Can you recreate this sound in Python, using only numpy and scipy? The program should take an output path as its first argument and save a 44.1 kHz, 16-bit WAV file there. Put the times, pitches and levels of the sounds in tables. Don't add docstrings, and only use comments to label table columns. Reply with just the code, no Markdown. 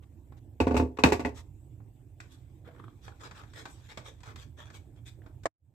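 import sys
import numpy as np
from scipy import signal
from scipy.fft import irfft
from scipy.io import wavfile
from scipy.ndimage import uniform_filter1d

SR = 44100
rng = np.random.default_rng(int(sys.argv[2]) if len(sys.argv) > 2 else 0)


def waveform_to_disk(signal):
    frames = np.transpose(np.atleast_2d(signal))
    scaled = np.clip(frames, -1, 1) * 32767
    samples = np.round(scaled).astype(np.int16)
    wavfile.write(sys.argv[1], SR, samples)


N = 253115
TIME = np.arange(N) / SR
SHARP_RISE_S = 0.0005

# (frequency [Hz], likeness [0-1])
STEREO_LIKENESS = [(60, 0.98), (300, .93), (700, 0.67), (1300, 0.021), (3000, .15), (7000, 0.013)]
# (frequency [Hz], left minus right [dB])
KETTLE_LEAN = [(60, -2), (600, -3), (1200, 4.5), (2400, 1.5), (8000, 0.5)]
# (frequency [Hz], left minus right [dB])
CUP_SIDE_LEAN = [(60, -6), (600, -7.5), (1300, 2.5), (2400, 6), (4400, -0.5), (8000, -0.5)]
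# (frequency [Hz], density [dB per Hz])
CLATTER_COLOUR = [(100, -19.5), (190, -15.5), (270, 5), (440, 2), (700, -9.5), (930, -3.5), (1300, -19),
                  (1700, -13.5), (2650, -13.5), (3050, -23.5), (3900, -23), (8200, -26.5), (9400, -46),
                  (11500, -34), (15500, -47.5)]
# (frequency [Hz], density [dB per Hz])
PAPER_COLOUR = [(240, -19), (420, -4), (780, -5), (1100, -1.5), (2300, -6.5), (2900, -11), (3500, -4),
                (4500, -11.5), (8200, -10), (9300, -28.5), (11500, -21), (15500, -30.5)]
# (frequency [Hz], density [dB per Hz])
CABINET_COLOUR = [(30, -24), (65, -1), (130, 0), (220, -21), (600, -55.5)]


def amp(db):
    return 10 ** (np.asarray(db) / 20)


def unit(x):
    return x / np.sqrt(np.mean(x ** 2) + 1e-20)


def at_hz(points, hz):
    f, value = np.transpose(points)
    return np.interp(np.log(hz + 1), np.log(f + 1), value)


def level(points):
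    return amp(np.interp(TIME, *np.transpose(points)))


def add(mix, s, sound):
    part = mix[:, round(s * SR):][:, :sound.shape[1]]
    part += sound[:, :part.shape[1]]


def tilt(hz, slope):
    return amp(slope * np.log2(np.clip(hz, 300, 8000) / 800))


def noise(colour, size, lean, slope=0):
    hz = np.fft.rfftfreq(size, 1 / SR)
    a, b = np.exp(2j * np.pi * rng.random((2, len(hz))))
    same = np.clip(at_hz(STEREO_LIKENESS, hz), -1, 1)
    pair = np.array([a, same * a + np.sqrt(1 - same ** 2) * b])
    balance = amp(np.outer([0.5, -0.5], at_hz(lean, hz)))
    low_cut = hz ** 2 / (hz ** 2 + (colour[0][0] / 2) ** 2)
    spectrum = amp(at_hz(colour, hz)) * tilt(hz, slope) * low_cut
    return unit(irfft(pair * balance * spectrum, size))


def burst(colour, lean, slope, t60, rise, size=16384):
    t = np.arange(size) / SR
    return noise(colour, size, lean, slope) * amp(-60 * t / t60) * (1 - np.exp(-t / rise))


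def ring(modes, slope, rise, damping=1, uneven_db=0, size=16384):
    t, out = np.arange(size) / SR, np.zeros((2, size))
    for hz, db, t60 in modes:
        start, detune, apart, spot = rng.uniform(-1, 1, 4)
        spread = np.arccos(np.clip(at_hz(STEREO_LIKENESS, hz), -1, 1)) * np.sign(apart)
        phase = np.pi * start + np.array([[0], [spread]])
        wave = np.sin(2 * np.pi * hz * (1 + 0.0076 * detune) * t + phase)
        balance_db = np.array([[0.5], [-0.5]]) * at_hz(KETTLE_LEAN, hz)
        decay_db = -60 * damping * t / t60
        out += wave * amp(db + uneven_db * spot + decay_db + balance_db) * tilt(hz, slope)
    return out * (1 - np.exp(-t / rise))


def grain(rough_db, size):
    drift = unit(uniform_filter1d(rng.standard_normal(N), size))
    return unit(amp(rough_db * np.clip(drift, -2.5, 2.5)))


def wander(x, patchy_db):
    z = signal.stft(x, SR, nperseg=512)[2]
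    patches = uniform_filter1d(rng.standard_normal(z.shape[1:]), size=4, axis=0)
    patches = unit(uniform_filter1d(patches, size=7, axis=1))
    return signal.istft(z * amp(patchy_db * patches), SR, nperseg=512)[1][:, :N]


def room(x, wet_db):
    # (frequency [Hz], t60 [s])
    reverb_t60 = [(100, 0.16), (400, 0.4), (1500, 0.2)]
    flat = [(60, 0), (16000, 0)]
    wash = noise(flat, 32768, flat)
    hz, t, z = signal.stft(wash, SR, nperseg=256)
    decay = amp(-60 * t / at_hz(reverb_t60, hz)[:, None])
    build_up = 1 - np.exp(-t / 0.0078)
    tail = signal.istft(z * decay * build_up, SR, nperseg=256)[1]
    tail = tail / np.linalg.norm(tail[0])
    return x + amp(wet_db) * signal.fftconvolve(x, tail, axes=1)[:, :N]


def ventilation():
    # (frequency [Hz], density [dB per Hz])
    air_colour = [(12, -44), (20, -11), (80, 3), (119, 3), (185, -19.5), (315, -14), (452, -29), (857, -33),
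                  (1270, -46), (2540, -47), (4550, -56), (9130, -56), (15500, -48.5)]
    # (frequency [Hz], density [dB per Hz])
    hiss_colour = [(5500, -25), (7900, -0.5), (9500, -24.5)]
    # (time [s], level [dB])
    hiss_drift = [(1.45, -1), (1.62, 6), (1.85, 0)]
    bass_db, upper_db, hiss_db = -54, -52.5, -88.5
    rumble = noise(air_colour, N, CUP_SIDE_LEAN)
    bass = signal.sosfiltfilt(signal.butter(2, 250, fs=SR, output="sos"), rumble)
    swell = grain(rough_db=1.38, size=round(0.4 * SR))
    hiss = amp(hiss_db) * level(hiss_drift) * noise(hiss_colour, N, CUP_SIDE_LEAN)
    upper = amp(upper_db) * (rumble - bass)
    return amp(bass_db) * bass * swell + wander(upper + hiss, patchy_db=3.5)


def stroke(length, taper, build_db=0):
    size = int(length * SR)
    return signal.windows.tukey(size, np.clip(taper, 0, 1)) * amp(build_db * np.linspace(-0.5, 0.5, size))


def crackle(size):
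    snaps_per_s, spread_db = 700, 2
    snaps = (rng.random(size) < snaps_per_s / SR) * np.sign(rng.standard_normal(size))
    return snaps * amp(spread_db * np.minimum(rng.exponential(1, size), 3))


def rub(rows, taper, build_db=0):
    trail_s, trail_db, crackle_db = 0.052, -16.5, -1
    keep = np.exp(-1 / (trail_s * SR))
    out = np.zeros((2, N))
    for s, length, db, slope in rows:
        pressure = np.pad(stroke(length, taper, build_db), (0, 16384))[:16384]
        size = len(pressure)
        trail = amp(trail_db) * signal.lfilter([1 - keep], [1, -keep], pressure)
        snap = burst(PAPER_COLOUR, CUP_SIDE_LEAN, slope, t60=0.019, rise=SHARP_RISE_S / 2)
        fibres = unit(signal.oaconvolve(crackle(size)[None], snap, axes=1)[:, :size])
        smooth = noise(PAPER_COLOUR, size, CUP_SIDE_LEAN, slope)
        add(out, s, amp(db) * (pressure + trail) * unit(smooth + amp(crackle_db) * fibres))
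    return out


def sliding():
    # (start [s], length [s], relative level [dB], brightness [dB per octave])
    slides = [(0.015, 0.04, -67.5, -3.5), (0.36, 0.04, -68.5, -1), (0.968, 0.014, -46, -4.5),
              (1.335, 0.095, -54.5, 1)]
    return amp(-2.5) * room(rub(slides, taper=0.93), wet_db=-15.0)


def stick_pickup():
    out = np.zeros((2, N))
    modes = [(1520, 0.5, 0.026), (1936, -3.0, 0.019), (2520, 1.5, 0.015)]  # (frequency [Hz], level [dB], t60 [s])
    add(out, 2.202, amp(-44.5) * ring(modes, 0, rise=0.00042))
    return room(out, wet_db=-5.5)


def last_knock():
    # (frequency [Hz], density [dB per Hz])
    knock_colour = [(220, -25), (520, 1.5), (800, -7.5), (1080, 1.5), (1350, -8), (2000, -7), (2750, -24.5),
                    (7940, -23), (15000, -60)]
    # (frequency [Hz], level [dB], t60 [s])
    hollow_modes = [(313, -5.5, 0.11), (558, 7, 0.03), (658, 3, 0.07), (1052, 4, 0.033), (1990, -10, 0.025)]
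    out = np.zeros((2, N))
    hollow = ring(hollow_modes, 0, rise=SHARP_RISE_S)
    impact = burst(knock_colour, KETTLE_LEAN, 0, t60=0.065, rise=SHARP_RISE_S)
    add(out, 5.456, amp(-26.5) * impact + amp(-30.5) * hollow)
    return out


def cup(x):
    # (frequency [Hz], width [Hz], level over the plain sound [dB])
    wall_modes = [(1120, 34, -7.5), (1660, 250, -5.5), (2440, 180, -4.5), (3320, 160, -1), (3680, 140, -5)]
    out = x
    for hz, width, db in wall_modes:
        out = out + amp(db) * signal.lfilter(*signal.iirpeak(hz, hz / width, fs=SR), x)
    return out


def small_taps():
    # (time [s], relative level [dB], brightness [dB per octave])
    taps = [(0.321, -49.5, -7), (1.801, -50.5, -10.5), (2.202, -44, 0), (3.079, -38.5, -6),
            (3.31, -39.5, -4), (3.434, -46.5, -4.5), (3.534, -48.5, -0.5), (3.654, -35, -3),
            (3.973, -34.5, -2), (4.204, -54, -0.5), (4.232, -45, -1), (4.358, -41.5, -1),
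            (4.701, -45.5, -3), (5.261, -44.5, -6.5), (5.434, -50, 1)]
    # (frequency [Hz], density [dB per Hz])
    tap_colour = [(200, -5), (500, -8.5), (1000, -0.5), (1500, -2.5), (2300, -6.5), (2900, -11.5),
                  (3700, -7.5), (6000, -10.5), (8200, -8), (9400, -31.5), (15000, -24)]
    out = np.zeros((2, N))
    for s, db, slope in taps:
        add(out, s, amp(db) * burst(tap_colour, CUP_SIDE_LEAN, slope, t60=0.057, rise=0.0014))
    return amp(-5.0) * room(cup(out), wet_db=-7.0)


def bubble(hz, cycles, glide):
    t = np.arange(4096) / SR
    age = t * hz / cycles
    wave = np.sin(2 * np.pi * hz * t * (1 + glide * np.minimum(age, 1)))
    return wave * np.exp(-age) * (1 - np.exp(-t * hz))


def water():
    # (frequency [Hz], density [dB per Hz])
    water_colour = [(300, 17.5), (600, 0.5), (1600, 3.5), (2800, -13.5), (3350, -5.5), (4700, -25.5),
                    (15000, -27)]
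    # (time [s], level [dB], bubble frequency [Hz])
    splashes = [(2.675, -40.5, 466), (2.688, -43, 660), (2.749, -51, 1090), (2.799, -39.5, 1140),
                (2.841, -40.5, 1256), (2.881, -42, 1180), (3.122, -47.5, 1430), (5.219, -50, 1713)]
    out = np.zeros((2, N))
    add(out, 2.635, amp(-62) * stroke(0.233, taper=0.28)[None])
    out *= noise(water_colour, N, CUP_SIDE_LEAN) * grain(rough_db=4.5, size=300)
    for s, db, hz in splashes:
        spatter = amp(-8) * burst(water_colour, CUP_SIDE_LEAN, 0, t60=0.035, rise=0.0012)[:, :4096]
        plop = amp([[0], [2]]) * bubble(hz, cycles=2.0, glide=0.0048)
        add(out, s, amp(db) * (spatter + plop))
    drip_count, first_s, last_s = 69, 3.442, 5.35
    for _ in range(drip_count):
        when = rng.uniform(first_s, last_s)
        strength, pitch = rng.uniform(-0.44, 1, 2)
        drip = bubble(1300 * 2 ** (0.45 * pitch), cycles=1.0, glide=0.019)
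        add(out, when, amp(-65 + 2.5 * strength) * drip[None])
    return room(out, wet_db=-9.0)


def catches():
    catches_per_s, decay_s, jolt_db = 180, 0.0012, 2
    jolts = (rng.random(N) < catches_per_s / SR) * rng.random(N)
    return unit(1 + amp(jolt_db) * signal.lfilter([1], [1, -np.exp(-1 / (decay_s * SR))], jolts))


def scraping():
    # (start [s], length [s], relative level [dB], brightness [dB per octave])
    strokes = [(2.293, 0.082, -65, 4), (2.638, 0.071, -63, -6), (3.008, 0.11, -61, 0),
               (3.19, 0.08, -53, -1), (3.231, 0.057, -48.5, -3), (3.331, 0.11, -54.5, -2),
               (3.535, 0.11, -51.5, -1), (3.663, 0.11, -63.5, 10), (3.879, 0.065, -53, -1),
               (4.035, 0.083, -51.5, 0), (4.224, 0.12, -55.5, -1.5), (4.362, 0.096, -56, 0),
               (4.562, 0.092, -54.5, -1.5), (4.633, 0.079, -63.5, -1), (4.723, 0.068, -54, 1),
               (4.95, 0.057, -68, -4.5), (5.048, 0.06, -55, 2.5), (5.215, 0.082, -70, -6.5)]
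    # (time [s], relative level [dB])
    drag_level = [(2.15, -105), (2.22, -71.5), (2.6, -86), (3.2, -75.5), (3.85, -67), (4.5, -88.5),
                  (5.4, -88)]
    push_db = -12.5
    drag = noise(PAPER_COLOUR, N, CUP_SIDE_LEAN, slope=0.8) * level(drag_level)
    friction = drag + rub(strokes, taper=0.82, build_db=-2)
    push = np.zeros((2, N))
    for s, length, db, _ in strokes:
        thump = burst(CABINET_COLOUR, CUP_SIDE_LEAN, 0, t60=0.18, rise=length / 2)
        add(push, s, amp(db + push_db) * thump)
    stick_slip = friction * grain(rough_db=1.0, size=300) * catches()
    moving = wander(stick_slip, patchy_db=3.5)
    return amp(-4.5) * room(cup(moving), wet_db=-8.5) + push


def rattle():
    # (start [s], length [s], reference level [dB])
    rattles = [(0.734, 0.09, -41), (1.05, .06, -30), (1.261, .04, -44)]
    taps_per_s, spread_db, t60_s = 110, 6, 0.028
    out = np.zeros((2, N))
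    for start, length, db in rattles:
        count = round(taps_per_s * length)
        for k, (late, strength, spot) in enumerate(rng.random((count, 3))):
            tap = burst(CLATTER_COLOUR, KETTLE_LEAN, 2 * spot - 1, t60_s, rise=SHARP_RISE_S, size=4096)
            tap_db = db + spread_db * (2 * strength - 1.5)
            add(out, start + length * (k + late) / count, amp(tap_db) * tap)
    return room(out, wet_db=-14.5)


def clack(hz):
    edge = 2 ** 0.22
    band = [(100, -50), (hz / edge ** 2, -26), (hz / edge, -10), (hz, 0),
            (hz * edge, -10), (hz * edge ** 2, -26), (16000, -70)]
    return burst(band, KETTLE_LEAN, 0, t60=0.063, rise=SHARP_RISE_S)


def kettle():
    # (time [s], level [dB], brightness [dB per octave], clack pitch [Hz], thin wall ring [dB], clack [dB])
    blows = [(0.602, -19.5, -1.5, 439.7, 3.5, -1.5), (0.669, -22.5, -3, 902.5, -6, -3.5),
             (0.709, -25, -3.5, 899.5, -8.5, -8), (0.744, -24.5, -3.5, 430, -3.5, 1.5),
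             (0.766, -23, 1, 1085, -2.5, -4), (0.798, -24, -4, 900, 0, 0.5),
             (0.825, -32.5, -7, 450, -7, -2.5), (0.987, -29.5, -1, 1006, 0, 2.5),
             (1.037, -9.5, 0.5, 1608, 5, -6.5), (1.042, -16.5, -0.5, 170, 2, 6),
             (1.057, -20.5, 0, 882, -1, -4.5), (1.069, -26, -4, 420, -8.5, -6.5),
             (1.121, -18, 0.5, 905, -9, -5), (1.194, -28.5, -1, 910, -11, -13),
             (1.249, -24.5, -1.5, 1930, -2, -5)]
    # (frequency [Hz], level [dB], t60 before damping [s])
    shell_modes = [(196, -15, 0.2), (259.4, -1, .18), (415, -3, 0.15), (528, -10, 0.22), (705, -11, 0.19),
                   (884, -3, 0.15), (1140, -13, 0.16), (1470, -12.5, 0.13), (2365, -18, 0.1),
                   (2557, -7.5, 0.13), (2810, -10, 0.06), (3660, -21, 0.08)]
    # (frequency [Hz], level [dB], t60 [s])
    clunk_modes = [(311, -2.5, .055)]
    # (frequency [Hz], level [dB], t60 [s])
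    board_modes = [(78.2, -3, 0.26), (110, -11, 0.21), (154, -13.5, 0.055)]
    # (time [s], thud level [dB])
    thud_level = [(0.69, -0.5), (0.78, 2.5), (0.95, -8), (1.04, -13.5), (1.26, -4.5)]
    # (frequency [Hz], density [dB per Hz])
    crack_colour = [(500, -13.5), (1600, -4), (2600, 2), (3100, -13.5), (3800, 0.5), (5000, -10.5),
                    (8200, -16), (9500, -30.5), (15000, -34.5)]
    firm_db, firm_doubling_db = -20.5, 8.5
    thin_wall_hz = 2000
    rebound_s, rebound_db, boom_db = 0.0091, -11.5, -12.5
    out = np.zeros((2, N))
    for s, db, slope, clack_hz, wall_db, clack_db in blows:
        firm = 2 ** (max(db - firm_db, 0) / firm_doubling_db)
        clatter = amp(-5.5) * burst(CLATTER_COLOUR, KETTLE_LEAN, slope, t60=0.15 / firm, rise=2 * SHARP_RISE_S)
        modes = [(hz, mode_db + wall_db * (hz > thin_wall_hz), t60) for hz, mode_db, t60 in shell_modes]
        shell = amp(-5) * ring(modes, slope, rise=0.0008, damping=1.3 * firm, uneven_db=1)
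        clunk = ring(clunk_modes, 0, rise=0.0046) / firm
        rim = amp(clack_db - 4.5) * clack(clack_hz)
        thud = amp(np.interp(s, *np.transpose(thud_level))) * ring(board_modes, 0, rise=0.0091)
        crack_db = -16 + 1.4 * (db - firm_db)
        crack = amp(crack_db) * burst(crack_colour, KETTLE_LEAN, 0, t60=0.012, rise=SHARP_RISE_S)
        add(out, s, amp(db) * (clatter + shell + clunk + rim + thud + crack))
        rebound = burst(CLATTER_COLOUR, KETTLE_LEAN, slope + 2.7, t60=0.035, rise=0.00097)
        add(out, s + rebound_s, amp(db + rebound_db) / firm * rebound)
        boom = burst(CABINET_COLOUR, KETTLE_LEAN, 0, t60=0.16, rise=0.033)
        add(out, s, amp(db + boom_db) / firm * boom)
    return room(out, wet_db=-14)


def scene():
    background = ventilation()
    stirring = stick_pickup() + scraping() + water()
    return background + sliding() + small_taps() + stirring + last_knock() + rattle() + kettle()


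def record(dry):
    # (time [s], level [dB])
    break_level = [(5.47, 4), (5.472, -10.5), (5.50, -35), (5.575, -58), (5.60, -27), (5.65, -8.5)]
    low_cut_hz, treble_limit_hz = 38.4, 15400
    heard = signal.sosfilt(signal.butter(2, low_cut_hz, "highpass", fs=SR, output="sos"), dry)
    hiss = amp(-94) * rng.standard_normal((2, N))
    rounded = np.tanh((heard + hiss) * level(break_level))
    treble_limit = signal.firwin(511, treble_limit_hz, window=("kaiser", 9), fs=SR)
    return signal.oaconvolve(rounded, treble_limit[None], "same")


dry = scene()
out = record(dry)
waveform_to_disk(out)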